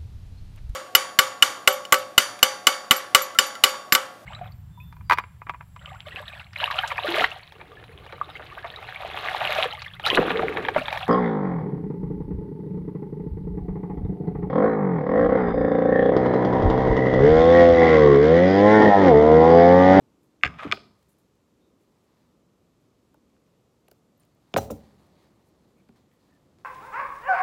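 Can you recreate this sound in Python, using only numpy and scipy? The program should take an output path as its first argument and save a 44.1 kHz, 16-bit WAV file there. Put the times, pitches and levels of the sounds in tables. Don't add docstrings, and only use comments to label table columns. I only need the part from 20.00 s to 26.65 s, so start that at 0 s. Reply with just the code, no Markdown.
import sys
import numpy as np
from scipy import signal
from scipy.fft import rfft, irfft
from scipy.io import wavfile
from scipy.ndimage import uniform_filter1d

SR = 44100
rng = np.random.default_rng(int(sys.argv[2]) if len(sys.argv) > 2 else 0)


def master_out(mix):
    frames = np.transpose(np.atleast_2d(mix))
    ceiling = np.clip(frames, -1, 1)
    pcm = np.round(ceiling * 32767).astype(np.int16)
    wavfile.write(sys.argv[1], SR, pcm)


def amplitude_ratio(level_db):
    exponent = np.asarray(level_db, float) / 20
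    return 10 ** exponent


N = 293160
TIME = np.arange(N) / SR

# (pitch [Hz], level [dB per Hz])
HUM_COLOUR = [(15, -61), (25, -38.5), (35, -14.5), (49, -4.5), (189, 0.5), (285, -1.5), (565, -8),
              (694, -14), (1120, -22), (1500, -27.5), (1950, -55), (3300, -120)]
# (time [s], level [dB])
HUM_LEVEL = [
    [(0., -63.5), (.25, -67), (1., -69), (2.3, -66), (4.5, -67.5), (4.95, -62.5), (6.14, -66.5),
     (6.5, -63.5)],
]
# (pitch [Hz], level [dB per Hz])
HISS_COLOUR = [(500, -29.5), (900, -5.5), (1250, -5), (1500, -11.5), (2700, -12), (5000, -15),
               (7900, -16.5), (8400, -21), (12000, -22.5), (14900, -23), (15050, -47.5), (16500, -60.5)]
# (time [s], cloth rustle [dB])
ARM = [(0., -91), (.38, -86.5), (.96, -78), (1.35, -85), (1.55, -91), (1.85, -82.5), (2.2, -82.5),
       (2.5, -89), (3.4, -86), (4.1, -91), (4.5, -76), (4.85, -72), (5.15, -73), (5.55, -80.5),
       (6.05, -80.5), (6.35, -75.5), (6.5, -81.5)]
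# (time [s], cloth rustle [dB], bright fibre hiss [dB])
FLICKS = [(.226, -89, -77), (1.08, -85.5, -71), (1.18, -85, -73), (1.8, -86, -81), (3.46, -74, -89),
          (3.94, -82, -77), (4.2, -74, -75.5), (5.441, -76, -78), (5.78, -79, -86), (5.95, -68, -93),
          (6.1, -82, -85), (6.581, -70, -85)]
# (pitch [Hz], level [dB per Hz])
CLOTH = [(410, -31.5), (700, -2), (1140, -2.5), (1380, -10.5), (1800, -8), (2730, -14.5), (4380, -11.5),
         (5470, -18.5), (15200, -29), (16000, -28.5)]
# (pitch [Hz], level [dB per Hz])
FIBRE = [(4000, -31), (7000, -3.5), (11000, -3), (14000, -4.5), (16000, -13.5)]
# (pitch [Hz], time to fade by 60 dB [s], level [dB])
GARAGE = [(70, .6, -15), (150, 0.6, -7.5), (500, 0.52, -14), (1500, 0.27, -23), (3457, 0.35, -26.5),
          (6000, 0.42, -17.5), (8924, .35, -28), (13140, .3, -22.5)]
# (time [s], length [s], start pitch [Hz], width [Hz], level [dB])
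SQUEAKS = [
    (1.101, 0.047, 11000, 1500, -78),
    (1.578, .15, 3740, 248, -82),
    (4.819, 0.49, 4400, 1166, -88.5),
    (4.852, 0.71, 2200, 299, -84),
    (5.082, 0.22, 4100, 800, -80),
    (5.756, 0.071, 2320, 252, -77.5),
    (6.071, 0.16, 2017, 299.5, -82),
    (6.181, 0.071, 4370, 790, -80.5),
    (6.286, 0.1, 1805, 109, -72.5),
]
# (time [s], length [s], level [dB])
WHIPS = [
    (4.174, 0.0093, -72.5),
    (4.199, .016, -70),
    (4.227, .009, -75),
]
# (time [s], level [dB])
DRAG = [
    [(.485, -45), (.53, -56), (.58, -52), (.59, -43.5), (.645, -42.5), (.68, -41.5), (.712, -47.5)],
]
# (pitch [Hz], level [dB per Hz])
CARPET = [(300, -27), (600, -4.5), (950, -5.5), (1230, 4.5), (1500, -6.5), (2400, -10), (3200, -15),
          (3900, -19), (4300, -27.5), (7000, -35.5), (12000, -45), (16000, -50)]
# (pitch [Hz], level [dB per Hz])
PILE = [(500, -25.5), (1000, -3.5), (2000, -7), (2800, -7.5), (3600, -1.5), (5250, -0.5), (5500, -20),
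        (9000, -26.5), (14000, -39.5)]
# (pitch [Hz], level [dB], time to fade by 60 dB [s])
DECK = [(47.79, -6.5, .4), (66.74, -5, 0.52), (82, -9.5, 0.29), (100.4, -1, 0.36), (118.46, -0.5, 0.15),
        (151.4, 2, 0.24), (190, 2.5, 0.098), (220, 4, 0.18), (275, -2, 0.2), (322.3, -15, 0.056),
        (415.3, 0, 0.19), (470, -4, 0.036), (501.5, -3.5, 0.084), (568.6, 3.5, 0.0799), (636.2, 4.5, 0.078),
        (740, -3.5, 0.1185), (820, -5, 0.14), (1010, -4, .04), (1328, 0, 0.098)]
# (time [s], peak [dB], brightest pitch [Hz], ring stretch [times])
THUDS = [(.437, -29.5, 694.6, 0.69), (.44, -29, 70, 0.54), (.445, -29, 293.1, 0.66),
         (.455, -29, 169.6, 0.71), (.476, -40.5, 150, 3.4), (.652, -31, 220, 0.82), (.664, -33, 245, 0.47),
         (.67, -39.5, 80.5, 1.), (.727, -27.5, 547.6, 0.8), (.775, -40.5, 391, 0.53),
         (3.144, -53, 750, 0.23), (3.884, -48.5, 600, 0.25), (3.9155, -48, 620, 0.22),
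         (4.541, -18.5, 350, 0.34), (4.563, -14.5, 705, 0.88), (4.572, -21, 345, 0.7),
         (4.575, -30.5, 80, 1.4), (4.584, -16.5, 904, 0.15), (4.702, -28, 500, 0.33),
         (4.707, -27.5, 204, 0.29), (4.71, -36, 108, 0.61), (4.72, -31.5, 294, 0.77),
         (5.891, -45, 280, 0.26)]
# (pitch [Hz], level [dB], time to fade by 60 dB [s])
LID = [(280, -4.5, 0.078), (345, -0.5, 0.033), (475, -1, .05), (538, -0.5, 0.055), (740, -2, 0.028),
       (1010, -2.5, 0.016), (1450, 0, .015)]
# (time [s], peak [dB], brightest pitch [Hz], ring stretch [times])
SLAPS = [
    (.6478, -27, 345, 1.),
    (4.564, -23, 280, 0.86),
    (4.5626, -24, 1450, 0.94),
    (4.5628, -16.5, 1010, 1),
    (4.5632, -17, 740, 0.8),
    (4.5645, -12, 534, 0.85),
    (4.7025, -36, 1010, 0.73),
    (4.705, -26.5, 596, 0.38),
    (4.716, -25.5, 500, 0.7),
]
# (pitch [Hz], level [dB], time to fade by 60 dB [s])
JAWS = [(3980, -7, 0.077), (5100, -11, .03), (5814, -3, 0.0904), (6440, -5.5, .06), (7223, -5.5, 0.0632),
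        (8680, -10, .1), (9900, -16.5, .04), (10797, -10, .07), (11400, -8.5, .04), (12230, -22.5, .04),
        (14290, 2, .07), (15103, 0, .07), (14775, 0, .06), (16050, -2, .04)]
# (time [s], length [s], level [dB], treble tilt [dB per octave])
GRIPPED = [(0.232, 0.0023, -73.5, 0.5), (.437, .05, -68, 0), (0.717, .05, -66, 5.5),
           (1.025, 0.009, -73, -1.5), (1.184, .005, -70, 6), (1.354, .002, -73, 3),
           (3.143, .0012, -63.5, -0.5), (3.3, .002, -76, -7), (3.8835, .0016, -55, 2),
           (4.197, 0.0032, -64, 6), (4.234, 0.0028, -68, -6), (4.25, .003, -68, 5), (4.348, .003, -71.5, 4),
           (4.5404, .003, -50.5, -1.5), (5.065, 0.008, -75, 4), (5.888, .0012, -65.5, -5),
           (6.13, .012, -79, 10), (3.9095, .004, -68, 4), (3.9132, .0045, -55.5, 3), (3.924, .012, -74, 5)]
# (time [s], length [s], level [dB], treble tilt [dB per octave])
LOOSE = [
    (4.565, 0.023, -34, -4.5),
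    (4.585, 0.012, -48.5, -5),
    (4.595, .11, -54, -2.5),
    (4.704, .017, -46, 0.5),
    (4.718, 0.096, -65, -1.5),
]
# (pitch [Hz], level [dB], time to fade by 60 dB [s])
PRESSED_HANDLE = [(740, -25, .03), (1237, -13, 0.023), (1612, -13.5, 0.03), (2050, -0.5, .011),
                  (2200, -0.5, 0.0078), (2500, -6.5, .01), (2743, -8, 0.0099), (3495, -16, 0.00993),
                  (4400, -26, 0.01208), (5000, -23, .01), (6300, -31.5, 0.0088), (7160, -26, .009),
                  (8700, -40.5, 0.0074), (11000, -47.5, 0.0078), (14030, -51, .008)]
# (time [s], peak [dB], brightest pitch [Hz], ring stretch [times])
PRESSED_KNOCKS = [(.4115, -53.5, 2360, 1.165), (.4236, -53.5, 2200, 1.), (.4305, -44.5, 5000, .8),
                  (.4347, -2.5, 2032, 0.87), (.4375, -23.5, 1300, 1.8), (.448, -11.5, 2500, 0.95),
                  (0.452, -22.5, 1600, 3), (.4555, -17.5, 2598, 0.76), (.461, -20.5, 2300, 1.2),
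                  (.464, -18.5, 1540, 1), (.475, -27.5, 1694, 0.63), (.4775, -29, 1251, 0.36)]
# (pitch [Hz], level [dB], time to fade by 60 dB [s])
FREE_HANDLE = [(1224, -4, 0.026), (1570, -3.5, .016), (1940, -7, 0.009), (2425, -0.5, .01),
               (2870, -10.5, 0.014), (3570, -7.5, 0.01), (4400, -16.5, .012), (5000, -15.5, 0.012),
               (6500, -24.5, 0.021), (7150, -22, .009), (8826, -33, 0.0097), (10520, -35.5, .008),
               (12500, -42.5, .008), (14400, -42.5, .008)]
# (time [s], peak [dB], brightest pitch [Hz], ring stretch [times])
FREE_KNOCKS = [(0.54, -42, 2500, 0.42), (.563, -51.5, 3000, .8), (.6475, -32.5, 1500, 0.54),
               (.678, -36.5, 2010, 1.), (.7142, -14.5, 2500, 0.84), (.7227, -8, 3330, 0.82),
               (0.724, -7.5, 2090, 0.48), (0.7257, -13, 1390, 0.9), (.737, -34, 2393, 1.3),
               (.744, -36.5, 5000, 1.2), (.772, -34, 2000, 1.), (4.5385, -41, 2500, .6),
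               (4.5401, -17, 3600, 0.45), (4.542, -31, 2990, 0.93), (4.5629, -13.5, 1700, 0.52),
               (4.583, -23.5, 1407, 1.2), (4.7019, -40.5, 1500, .8)]
# (time [s], peak [dB], brightest pitch [Hz])
TAPS = [
    (3.365, -62, 1500),
    (3.465, -66, 2500),
    (3.881, -49.5, 2387),
    (3.9142, -49, 5200),
    (3.9142, -54, 2300),
    (5.891, -54.5, 2500),
    (6.115, -63.5, 2402),
    (6.586, -56, 6500),
]


def curve(table):
    seconds, level = np.transpose(table)
    return np.interp(TIME, seconds, level)


def colour(x, points):
    hz, db = np.transpose(points)
    grid = np.fft.rfftfreq(len(x), 1 / SR) + 1
    gain = amplitude_ratio(np.interp(np.log(grid), np.log(hz), db))
    y = irfft(rfft(x) * gain, len(x))
    return y / np.sqrt(np.mean(y ** 2))


def walk(rate):
    hold = int(SR / rate)
    steps = np.repeat(rng.standard_normal(N // hold + 1), hold)
    return 1.3 * uniform_filter1d(uniform_filter1d(steps, hold), hold)[:N]


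def add(out, s, x):
    i = int(s * SR)
    out[i:i + len(x)] += x[:len(out) - i]


def band_noise(count, low_hz, high_hz):
    band = signal.butter(2, [low_hz, high_hz], "bandpass", fs=SR, output="sos")
    return signal.sosfilt(band, rng.standard_normal(count))


def grains(rate, spread_db):
    happens = rng.random(N) < rate / SR
    return happens * rng.standard_normal(N) * amplitude_ratio(spread_db * rng.exponential(size=N))


def ring(modes, gains, stretch, rise, detune):
    hz, db, t60 = np.transpose(modes)[:, :, None]
    t = np.arange(int(SR * stretch * t60.max() * 4 / 5)) / SR
    swell = 1 - np.exp(-(t * hz / rise) ** 2)
    fade = amplitude_ratio(db - 60 * t / (t60 * stretch))
    wave = np.sin(2 * np.pi * hz * detune[:, None] * t) * swell * fade
    return gains @ wave


def blows(events, modes, octaves, rise, scatter_db, spread):
    out, hz = np.zeros(N), np.array(modes)[:, 0]
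    chance = rng.standard_normal((len(events), 3, len(modes)))
    for (s, db, bright_hz, stretch), (size, sign, shift) in zip(events, chance):
        distance = np.abs(np.log2(hz / bright_hz)) / octaves
        gains = amplitude_ratio(-6 * distance + scatter_db * size) * np.sign(sign)
        hit = ring(modes, gains, max(stretch, .1), rise, 1 + spread * shift)
        add(out, s, hit * amplitude_ratio(db) / np.abs(hit).max())
    return out


def hiss():
    return colour(rng.standard_normal(N), HISS_COLOUR) * amplitude_ratio(-77)


def hum():
    total = 0
    for hz in 30 * 2 ** np.arange(0, 6, .5):
        band = band_noise(N, hz / 2 ** 0.29, hz * 2 ** .25)
        total = total + band * amplitude_ratio(1.5 * walk(5.5))
    return colour(total, HUM_COLOUR) * amplitude_ratio(curve(HUM_LEVEL[0]) + 1.5)


def flicks(column):
    out, age = np.zeros(N), np.arange(SR // 2) / SR
    rise_s, fade_s = 0.014, 0.044
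    shape = np.minimum(age / rise_s, 1) * np.exp(-age / fade_s)
    for row in FLICKS:
        add(out, row[0], amplitude_ratio(row[column]) * shape)
    return out


def sleeves():
    arm_db = curve(ARM)
    cloth = colour(grains(8000, 1.68), CLOTH)
    cloth *= np.hypot(amplitude_ratio(arm_db), flicks(1)) * amplitude_ratio(2.5 + 1.9 * walk(14))
    fibre_db = -92 + .4 * (arm_db + 85)
    fibre = colour(grains(9000, 1.5), FIBRE)
    fibre *= np.hypot(amplitude_ratio(fibre_db), flicks(2)) * amplitude_ratio(-0.5 + 2.5 * walk(30))
    return cloth + fibre


def garage(x, gap_s=0.0034):
    t, tail = np.arange(SR) / SR, 0
    borders = [np.sqrt(a[0] * b[0]) for a, b in zip(GARAGE, GARAGE[1:])]
    edges = [40] + borders + [16000]
    for (_, t60, db), low, high in zip(GARAGE, edges, edges[1:]):
        fade = amplitude_ratio(db - 60 * t / t60) / np.sqrt(t60 * SR / 14)
        tail = tail + band_noise(SR, low, high) * fade
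    return signal.fftconvolve(x, tail * np.clip(t / gap_s - 1, 0, 1))[:N]


def sliding_tone(length, start_hz, width_hz, db, sag):
    count, smooth = int(length * SR), int(SR / width_hz / 2)
    noise = rng.standard_normal((2, SR))
    slow = uniform_filter1d(uniform_filter1d(noise, smooth), smooth)[:, :count]
    hz = start_hz * 2 ** (-sag * np.arange(count) / SR)
    turn = 2 * np.pi * np.cumsum(hz) / SR
    tone = slow[0] * np.cos(turn) + slow[1] * np.sin(turn)
    return tone / tone.std() * np.hanning(count) ** .5 * amplitude_ratio(db)


def squeaks():
    out = np.zeros(N)
    for s, length, start_hz, width_hz, db in SQUEAKS:
        add(out, s, sliding_tone(length, start_hz, width_hz, db, sag=.15))
    return out


def whips():
    out, sag = np.zeros(N), 14.5
    for s, length, db in WHIPS:
        start_hz = 12680 * 2 ** (-sag * (s - WHIPS[0][0]))
        add(out, s, sliding_tone(length, start_hz, 150, db, sag))
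    return out


def drag():
    start, end = DRAG[0][0][0], DRAG[0][-1][0]
    during = np.clip(np.minimum(TIME - start, end - TIME) / .01 + 1, 0, 1)
    rasp = colour(grains(7000, 2.2), CARPET) * during
    rasp *= amplitude_ratio(curve(DRAG[0]) + 1.4 * walk(90))
    age = TIME - .735
    swish = colour(grains(15070, 1.162), PILE) * amplitude_ratio(-48 - 155 * age)
    return rasp + swish * np.clip(age / .01 + 1, 0, 1)


def deck():
    boards = np.repeat(DECK, 2, axis=0)
    return blows(THUDS, boards, octaves=0.7, rise=.8, scatter_db=2.0, spread=0.065)


def lid():
    return blows(SLAPS, LID, octaves=.2, rise=1.7, scatter_db=.5, spread=.004)


def jaws():
    out, modes = np.zeros(N), np.repeat(JAWS, 5, axis=0)
    cluster = .025 * np.tile(np.linspace(-1, 1, 5), len(JAWS))
    split = 1 + cluster + .003 * rng.standard_normal(len(modes))
    lead = 64
    gripped = [(*k, -19.5) for k in GRIPPED]
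    loose = [(*k, -2.5) for k in LOOSE]
    for s, length, db, tilt_db, ring_db in gripped + loose:
        count = int(length * SR) + 2
        k = np.arange(count)
        noise, dice = rng.standard_normal(8192)[:count], rng.random(8192)[:count]
        contacts = noise * (dice < .3) * np.sin(np.pi * k / count) ** .3
        contacts *= amplitude_ratio(-230 * k / SR)
        size, sign = rng.standard_normal((2, len(modes)))
        body = ring(modes, np.sign(sign) * amplitude_ratio(-35 + ring_db + 3.3 * size), 0.84, 0.91, split)
        body[0] += 1
        burst = signal.fftconvolve(contacts, np.pad(body, (lead, 0)))
        burst = colour(burst, [(500, -27.5), (2000, -2 * tilt_db), (16000, tilt_db)])
        loudness = np.sqrt(np.mean(burst[lead:lead + count] ** 2))
        add(out, s - lead / SR, burst * amplitude_ratio(db) / loudness)
    return out


def rattle():
    k = np.arange(6)
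    times = .587 + 0.008 * np.cumsum(0.73 ** k * (k > 0))
    levels = -30 - 0.8 * k - 8 * (k == 0)
    return [(s, db, 1352, 1.9) for s, db in zip(times, levels)]


def pressed_handles():
    return blows(PRESSED_KNOCKS, PRESSED_HANDLE, octaves=2.3, rise=1.8, scatter_db=4.0, spread=0.013)


def free_handles():
    taps = [(*k, 0.43) for k in TAPS]
    events = sorted(FREE_KNOCKS + rattle() + taps)
    return blows(events, FREE_HANDLE, octaves=.8, rise=1.2, scatter_db=1.06, spread=.025)


def scene():
    near = pressed_handles() + free_handles() + deck() + lid()
    near = near + jaws() + drag() + squeaks() + whips()
    echoes = garage(near)
    background = sleeves() + hum() + hiss()
    return (near + echoes + background)[None]


def band_limit(x):
    return signal.sosfilt(signal.butter(12, 16450, fs=SR, output="sos"), x)


def record(dry):
    rumble_cut = signal.butter(2, 45, "highpass", fs=SR, output="sos")
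    top_cut = signal.ellip(8, .2, 60, 15950, fs=SR, output="sos")
    mix = signal.sosfilt(top_cut, signal.sosfilt(rumble_cut, dry))
    return band_limit(mix)


dry = scene()
out = record(dry)
master_out(out)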